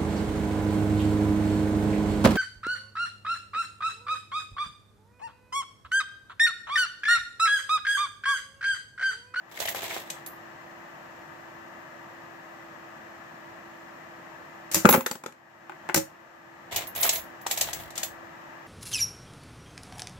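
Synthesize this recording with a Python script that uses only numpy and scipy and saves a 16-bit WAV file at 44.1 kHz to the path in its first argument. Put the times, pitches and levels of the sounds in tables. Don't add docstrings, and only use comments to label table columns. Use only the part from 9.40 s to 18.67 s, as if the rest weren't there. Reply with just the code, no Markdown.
import sys
import numpy as np
from scipy import signal
from scipy.fft import rfft, irfft, next_fast_len
from scipy.io import wavfile
from scipy.ndimage import uniform_filter1d

SR = 44100
rng = np.random.default_rng(int(sys.argv[2]) if len(sys.argv) > 2 else 0)


def unload_wav(signal):
    wavfile.write(
        sys.argv[1],
        SR,
        np.round(np.clip(np.atleast_2d(signal).T, -1, 1) * 32767).astype(np.int16),
    )


N = 408807
T = np.arange(N) / SR
AGE = np.arange(SR // 4) / SR

# t/s, boom/dB, crunch/dB, tick/dB
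BOUNCES = [(5.449, -4.5, -21, -43.5), (5.4534, -11.5, -2, -39), (5.4592, -6.5, -24, -19.5),
           (5.49, -15.5, -5.5, -4), (5.508, -14, -20, -9), (5.526, -35, -12, -7), (5.536, -32.5, -9, -20),
           (5.547, -16, -12.5, -15), (5.558, -23, -16, -28), (5.577, -15, -38.5, -40),
           (5.607, -39, -23, -23.5), (5.662, -37, -18, -9.5), (5.712, -30.5, -22.5, -13),
           (5.754, -37.5, -36.5, -28.5), (5.837, -43, -31, -30.5), (5.861, -36, -25.5, -23),
           (5.883, -44.5, -42, -50), (5.923, -51.5, -43, -40)]


def tub_clinks():
    # t/s, tick/dB, ring/dB, left minus right/dB
    hits = [(0.172, -36, -50, -7), (0.2003, -18, -37, -11), (0.273, -28, -44, -2), (0.2864, -18.5, -22, -5),
            (0.3456, -30, -27, -2), (0.4299, -33, -31, -9), (0.4554, -35, -50, -2), (0.5425, -28, -38, -7),
            (0.595, -39, -35, 0), (0.7007, -17.5, -48, -3), (0.8618, -30.5, -26.5, -4),
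            (7.36, -11, -18, -2), (7.4694, -33, -24.5, -2), (7.5497, -26.5, -34, 0), (7.63, -8, -26, 2),
            (7.6909, -4, -26, -3), (7.7567, -17, -26, -4), (8.012, -41, -39, -2), (8.0654, -18, -40, 3),
            (8.1105, -9.5, -21.5, -3.5), (8.1738, -14, -24, -3), (8.21, -6, -17, -2),
            (8.3307, -16.5, -26, 1), (8.504, -31, -64, -5), (8.5547, -25.5, -54, -4), (8.5767, -15, -40, 4),
            (8.6308, -13, -20.5, -2.5)]
    return contacts(hits, tick_db=-1, tick_t60=0.026, rise_s=0.0033, ring_db=-11,
                    hollow_db=-24.5, hollow_t60=0.064, chatter_db=-17)


def heap_clinks(settle_db_per_s=82):
    landing_s = BOUNCES[0][0]
    hits = [(s, db, db - settle_db_per_s * (s - landing_s), 0) for s, _, _, db in BOUNCES]
    return contacts(hits, tick_db=-5.5, tick_t60=0.018, rise_s=0.0014, ring_db=-6.5,
                    hollow_db=-16.5, hollow_t60=0.02, chatter_db=-32)


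def contacts(hits, tick_db, tick_t60, rise_s, ring_db, hollow_db, hollow_t60, chatter_db):
    # f/Hz, level/dB
    tick_eq = [(200, -36), (700, 11.5), (1200, -13), (2100, 1.5), (3700, 4.5), (5000, 1.5), (7000, 8),
               (8300, 3), (10000, -8), (11500, 0.5), (13500, -0.5), (16000, -41)]
    ticks, rings = np.zeros((2, 2, N))
    for s, hit_db, case_db, pan_db in hits:
        tick = burst(hit_db, tick_t60, rise_s)
        chatter = burst(hit_db + chatter_db, t60=0.13)
        add(ticks, s, pan(pan_db) * (tick + chatter))
        air_hz = 2900 * 2 ** rng.uniform(-1.2, 0.7, size=2)
        air_modes = [(hz, hit_db + hollow_db, hollow_t60) for hz in air_hz]
        wall = undb(case_db + ring_db) * brass_case() * (1 - np.exp(-AGE / 0.0035))
        add(rings, s, pan(pan_db) * (wall + ring(air_modes, spread=0.58)))
    return undb(tick_db) * colour(ticks, tick_eq) + rings


def brass_case(detune=0.00923):
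    # f/Hz, level/dB, t60/s
    wall_modes = [(11440, 1.5, 0.091), (11520, -2, 0.15), (15480, 0.5, 0.12), (15680, -3.5, 0.16)]
    modes = [(hz, db + 3 * rng.uniform(-0.54, 1), t60) for hz, db, t60 in wall_modes]
    return ring(modes, stretch=1 + detune * rng.uniform(-1.6, 1), spread=1.82)


def rummage():
    # t/s, length/s, scrape/dB, ring/dB
    strokes = [(0.09, 0.11, -47, -55), (0.182, 0.11, -33.5, -38), (0.309, 0.28, -35.5, -48),
               (0.644, 0.15, -51, -66), (7.309, 0.099, -32, -48.5), (7.55, 0.05, -34, -30.5),
               (7.599, 0.05, -29.5, -19.5), (7.631, 0.036, -24, -18), (7.718, 0.034, -33.5, -26),
               (8.066, 0.16, -40, -37), (8.215, 0.077, -36.5, -42.5), (8.329, 0.11, -42.5, -46),
               (8.554, 0.078, -41, -47)]
    # f/Hz, level/dB
    scrape_eq = [(300, -10), (1200, 5), (2100, 7.5), (3500, 8), (5000, -0.5), (7000, 1), (8300, -0.5),
                 (10000, -16), (12000, 3.5), (14500, -15), (16000, -13)]
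    # f/Hz, level/dB
    tub_eq = [(30, -20.5), (80, -3), (150, -12), (300, -10), (450, 1.5), (560, -1.5), (660, 11.5), (820, 4),
              (1000, 5.5), (1300, -3.5), (2000, -6), (4000, -71)]
    scrape_gain, ring_gain = np.zeros((2, N))
    for s, length_s, slide_db, case_db in strokes:
        push = gesture(s, length_s, attack_s=0.016, t60=0.19)
        scrape_gain = np.maximum(scrape_gain, undb(slide_db) * push)
        ring_gain = np.maximum(ring_gain, undb(case_db) * push)
    slips = [grains(per_s=110) * noise(N) for _ in range(3)]
    rings = unit(sum(convolve(slip, brass_case() * fade(0.1)) for slip in slips))
    force = scrape_gain * unit(sum(slips))
    bright = colour(force, scrape_eq) + ring_gain * rings
    return pan(-2) * undb(-4) * bright + undb(-5) * colour(force, tub_eq)


def hollow_knocks():
    # t/s, f/Hz, level/dB
    knocks = [(0.173, 2000, -32.5), (0.201, 640, -29), (0.275, 2800, -29), (0.283, 2000, -27.5),
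              (0.347, 700, -25.5), (0.43, 520, -30.5), (0.509, 1840, -27.5), (0.564, 600, -27),
              (5.488, 1430, -18), (5.541, 800, -13), (5.662, 1500, -23), (7.652, 1300, -25.5),
              (7.676, 1000, -26.5), (8.064, 810, -22.5), (8.286, 810, -28.5)]
    out = np.zeros((2, N))
    for s, hz, db in knocks:
        add(out, s, resonance(burst(db + 2, t60=0.036), hz, width_hz=380))
    return out


def cardboard_box(flex_hz=45, flex_width_hz=60):
    # f/Hz, level/dB, t60/s
    box_modes = [(108, -30, 0.12), (202, -15, 0.067), (236.6, -4.5, 0.07), (251.5, -13, 0.38),
                 (353, -7.5, 0.04), (493, -10.5, 0.051), (537, -11, 0.12)]
    # f/Hz, level/dB
    crunch_eq = [(30, -23), (130, -21.5), (300, 2), (500, 6.5), (660, -15), (850, 7), (1200, 2.5),
                 (1550, 2), (1750, -9), (2450, -4.5), (3500, -24.5), (8000, -21.5), (16000, -41.5)]
    booms, crunches, flex = np.zeros((3, 2, N))
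    for s, boom_db, crunch_db, _ in BOUNCES:
        add(booms, s, undb(boom_db - 1) * ring(box_modes, spread=0.14))
        crack = burst(crunch_db + 2, t60=0.0082)
        add(crunches, s, crack + burst(crunch_db - 3, t60=0.039))
    thud = burst(-31, t60=0.12)
    for _ in range(2):
        thud = resonance(thud, flex_hz, flex_width_hz)
    add(flex, BOUNCES[0][0], thud / np.sqrt(SR / (np.pi * flex_width_hz)))
    return pan(2) * highpass(booms + colour(crunches, crunch_eq), 110, order=3) + flex


def shutter(detune=0.024):
    # t/s, snap/dB, cabinet/dB, snap t60/s
    blows = [(5.314, -29.5, -43.5, 0.14), (5.335, -29, -53, 0.074), (5.345, -6.5, -27, 0.014),
             (5.353, -18, -28.5, 0.069), (5.366, -26, -23, 0.21), (6.5442, -9, -50.5, 0.022),
             (6.559, -19.5, -20.5, 0.11), (6.575, -17.5, -20.5, 0.03)]
    # f/Hz, level/dB, t60/s
    steel_modes = [(1980, -16.5, 0.29), (5710, -3, 0.086), (6900, 1.5, 0.08), (7260, -9.5, .11),
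                   (14000, 0.5, 0.078)]
    # f/Hz, level/dB, t60/s
    cabinet_modes = [(104, -11, 0.22), (182, -2, 0.1), (319, -4, 0.15), (553, -4.5, 0.2), (855, -11, .1)]
    # f/Hz, level/dB
    snap_eq = [(40, -21), (150, 2.5), (700, -3), (1600, -1.5), (2400, -1), (3300, -5.5), (4500, -3),
               (6200, 2.5), (7500, 0.5), (10000, -5), (13300, 0), (15000, -5), (16500, -15.5)]
    snaps, steel, panels = np.zeros((3, 2, N))
    for s, snap_db, cabinet_db, t60 in blows:
        add(snaps, s, burst(snap_db, t60))
        stretch = 1 + detune * rng.uniform(-1, 1)
        add(steel, s, undb(snap_db - 16) * ring(steel_modes, stretch, spread=1.5))
        add(panels, s, undb(cabinet_db - 2) * ring(cabinet_modes, stretch, spread=1.0))
    return colour(snaps, snap_eq) + steel + highpass(panels, 90, order=3)


def holder():
    # t/s, level/dB
    touches = [(6.296, -29), (6.32, -36), (6.361, -48.5), (6.398, -49.5), (6.49, -22), (6.497, -20.5),
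               (6.508, -35), (6.523, -42), (6.546, -16)]
    # f/Hz, level/dB, t60/s
    cavity_modes = [(359, -10.5, 0.16), (845, 2.5, 0.017), (1504, 0.5, 0.021), (1945, -9.5, 0.027)]
    # f/Hz, level/dB
    plastic_eq = [(100, -13), (350, -6), (600, 3), (900, 5), (1200, 2.5), (1700, 2.5), (2300, -1),
                  (3200, -10), (5000, -31), (7500, -20.5), (10000, -51), (16000, -24)]
    taps, hollow = np.zeros((2, 2, N))
    for s, db in touches:
        add(taps, s, burst(db, t60=0.03))
        add(hollow, s, undb(db) * ring(cavity_modes, spread=0.88))
    return pan(2) * undb(-4) * highpass(colour(taps, plastic_eq) + hollow, 140)


def tub_rumble(hz=78, width_hz=95):
    # t/s, length/s, level/dB
    shifts = [(7.308, 0.058, -47.5), (7.55, 0.25, -56.5), (8.062, 0.69, -60), (8.2, 0.04, -51),
              (8.34, 0.035, -53)]
    low = resonance(noise(N, shared_hz=61), hz, width_hz)
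    low = unit(resonance(low, hz, width_hz))
    return low * sum(undb(db) * gesture(s, length_s, attack_s=0.022, t60=0.45)
                     for s, length_s, db in shifts)


def fan(wobble=0.00299, flutter_db=1.0, lag_s=0.00016):
    # f/Hz, level/dB
    air_eq = [(30, -36), (70, -11), (115, -0.5), (200, 2), (420, -5.5), (620, 3.5), (720, 2.5), (1320, 0),
              (1450, -6), (1750, -0.5), (1970, -0.5), (2100, -10.5), (2700, -12), (3700, -21.5),
              (7200, -25), (10200, -41), (13100, -26.5), (16000, -37.5)]
    # f/Hz, level/dB
    blades = [(335.5, -54), (671, -79), (1006.5, -72), (1534, -64.5), (1725, -62.5)]
    air = colour(noise(N, shared_hz=904), air_eq)
    echoes = noise(len(AGE)) * fade(0.097)
    air = unit(air + undb(-10) * convolve(air, echoes / np.linalg.norm(echoes[0])))
    air *= undb(-46 + 0.03 * wander(5))
    rotor_s = np.cumsum(1 + wobble * wander(12)) / SR
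    rotor_s = np.array([rotor_s, rotor_s - 0.0007])
    tones = np.zeros((2, N))
    for hz, db in blades:
        rms = undb(db - 2.5 + flutter_db * wander(12))
        tones += rms * np.sqrt(2) * np.sin(2 * np.pi * hz * rotor_s)
    draught = undb(-78) * resonance(rng.standard_normal((2, N)), hz=36.2, width_hz=52)
    left, right = air + tones + draught
    left = np.interp(T - lag_s, T, left)
    return pan(0.14) * np.array([left, right])


def recorder_ducking(fall_s=0.2, hold_s=0.32, return_s=0.47, fade_in_db=8, fade_in_s=0.36):
    dips = [(5.52, 9.5), (6.47, 5.5)]
    corners = np.cumsum([0, fall_s, hold_s, return_s])
    dip_db = sum(depth_db * np.interp(T - s, corners, [0, 1, 1, 0]) for s, depth_db in dips)
    return undb(-dip_db - fade_in_db * np.clip(1 - T / fade_in_s, 0, 1))


def room(x, t60=0.2, wet_db=-8, gap_s=0.0018):
    tail = noise(len(AGE)) * fade(t60) * np.clip(AGE / gap_s - 1, 0, 1)
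    tail /= np.sqrt(np.sum(tail ** 2) / 2)
    return x + undb(wet_db) * convolve(x, highpass(tail, 350, order=1))


def microphones(x):
    # f/Hz, left minus right/dB
    balance = [(100, 1), (200, -1), (370, -7.5), (700, 0.5), (1500, 4.5), (2400, 3), (3800, -2), (7500, 8),
               (11500, -2), (13500, 5), (15500, -2)]
    size = next_fast_len(N + len(AGE))
    balance_db = eq_curve(balance, size)
    gains = undb(np.array([balance_db, -balance_db]) / 2)
    return irfft(rfft(x, size) * gains, size)[:, :N]


def burst(db, t60, rise_s=0.0005):
    return undb(db) * fade(t60) * (1 - np.exp(-AGE / rise_s)) * noise(len(AGE))


def ring(modes, stretch=1, spread=0):
    phases = spread * rng.standard_normal((len(modes), 2, 1))
    return sum(undb(db) * fade(t60) * np.sin(2 * np.pi * hz * stretch * AGE + phase)
               for (hz, db, t60), phase in zip(modes, phases))


def grains(per_s, scatter_db=3.0, t60=0.041):
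    onsets = rng.random(N) < per_s / SR
    strength = undb(scatter_db * np.minimum(rng.exponential(size=N), 3))
    power = signal.fftconvolve(onsets * strength ** 2, fade(t60) ** 2)[:N]
    return unit(np.sqrt(np.abs(power)))


def gesture(start_s, length_s, attack_s, t60):
    age = T - start_s
    return np.clip(age / attack_s, 0, 1) * np.exp(-np.log(1000) * np.clip(age - length_s, 0, 2) / t60)


def fade(t60):
    return np.exp(-np.log(1000) * AGE / t60)


def wander(rate_hz):
    step = int(SR / rate_hz)
    held = np.repeat(rng.standard_normal(N // step + 1), step)
    return unit(uniform_filter1d(uniform_filter1d(held, step), step)[:N])


def noise(size, shared_hz=900):
    mid, side = rng.standard_normal((2, size))
    side = highpass(side, shared_hz, order=1)
    return unit(np.array([mid + side, mid - side]))


def eq_curve(points, size):
    hz, db = np.transpose(points)
    return np.interp(np.log(np.fft.rfftfreq(size, 1 / SR) + 1), np.log(hz), db)


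def colour(x, points, size=4096):
    gain = unit(undb(eq_curve(points, size)))
    cepstrum = irfft(np.log(gain))
    cepstrum[1:size // 2] *= 2
    cepstrum[size // 2 + 1:] = 0
    return convolve(x, irfft(np.exp(rfft(cepstrum)))[None])


def resonance(x, hz, width_hz):
    return signal.lfilter(*signal.iirpeak(hz, hz / width_hz, fs=SR), x) * np.sqrt(SR / (np.pi * width_hz))


def highpass(x, hz, order=2):
    return signal.sosfilt(signal.butter(order, hz, "high", fs=SR, output="sos"), x)


def convolve(x, response):
    return signal.oaconvolve(x, response, axes=1)[:, :N]


def add(out, s, sound):
    i = int(s * SR)
    out[:, i:i + sound.shape[1]] += sound[:, :N - i]


def pan(db):
    return undb(np.array([[db], [-db]]) / 2)


def undb(db):
    return 10 ** (np.asarray(db) / 20)


def unit(x):
    return x / np.sqrt(np.mean(x ** 2))


def scene():
    brass = tub_clinks() + heap_clinks() + rummage() + hollow_knocks()
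    handling = room(brass + cardboard_box() + shutter() + holder()) + tub_rumble()
    return handling + fan() * recorder_ducking()


def record(dry, top_hz=16000):
    clipped = np.clip(microphones(dry), -1, 1)
    return signal.sosfilt(signal.ellip(10, 0.2, 70, top_hz, fs=SR, output="sos"), clipped)


dry = scene()
out = record(dry)
unload_wav(out)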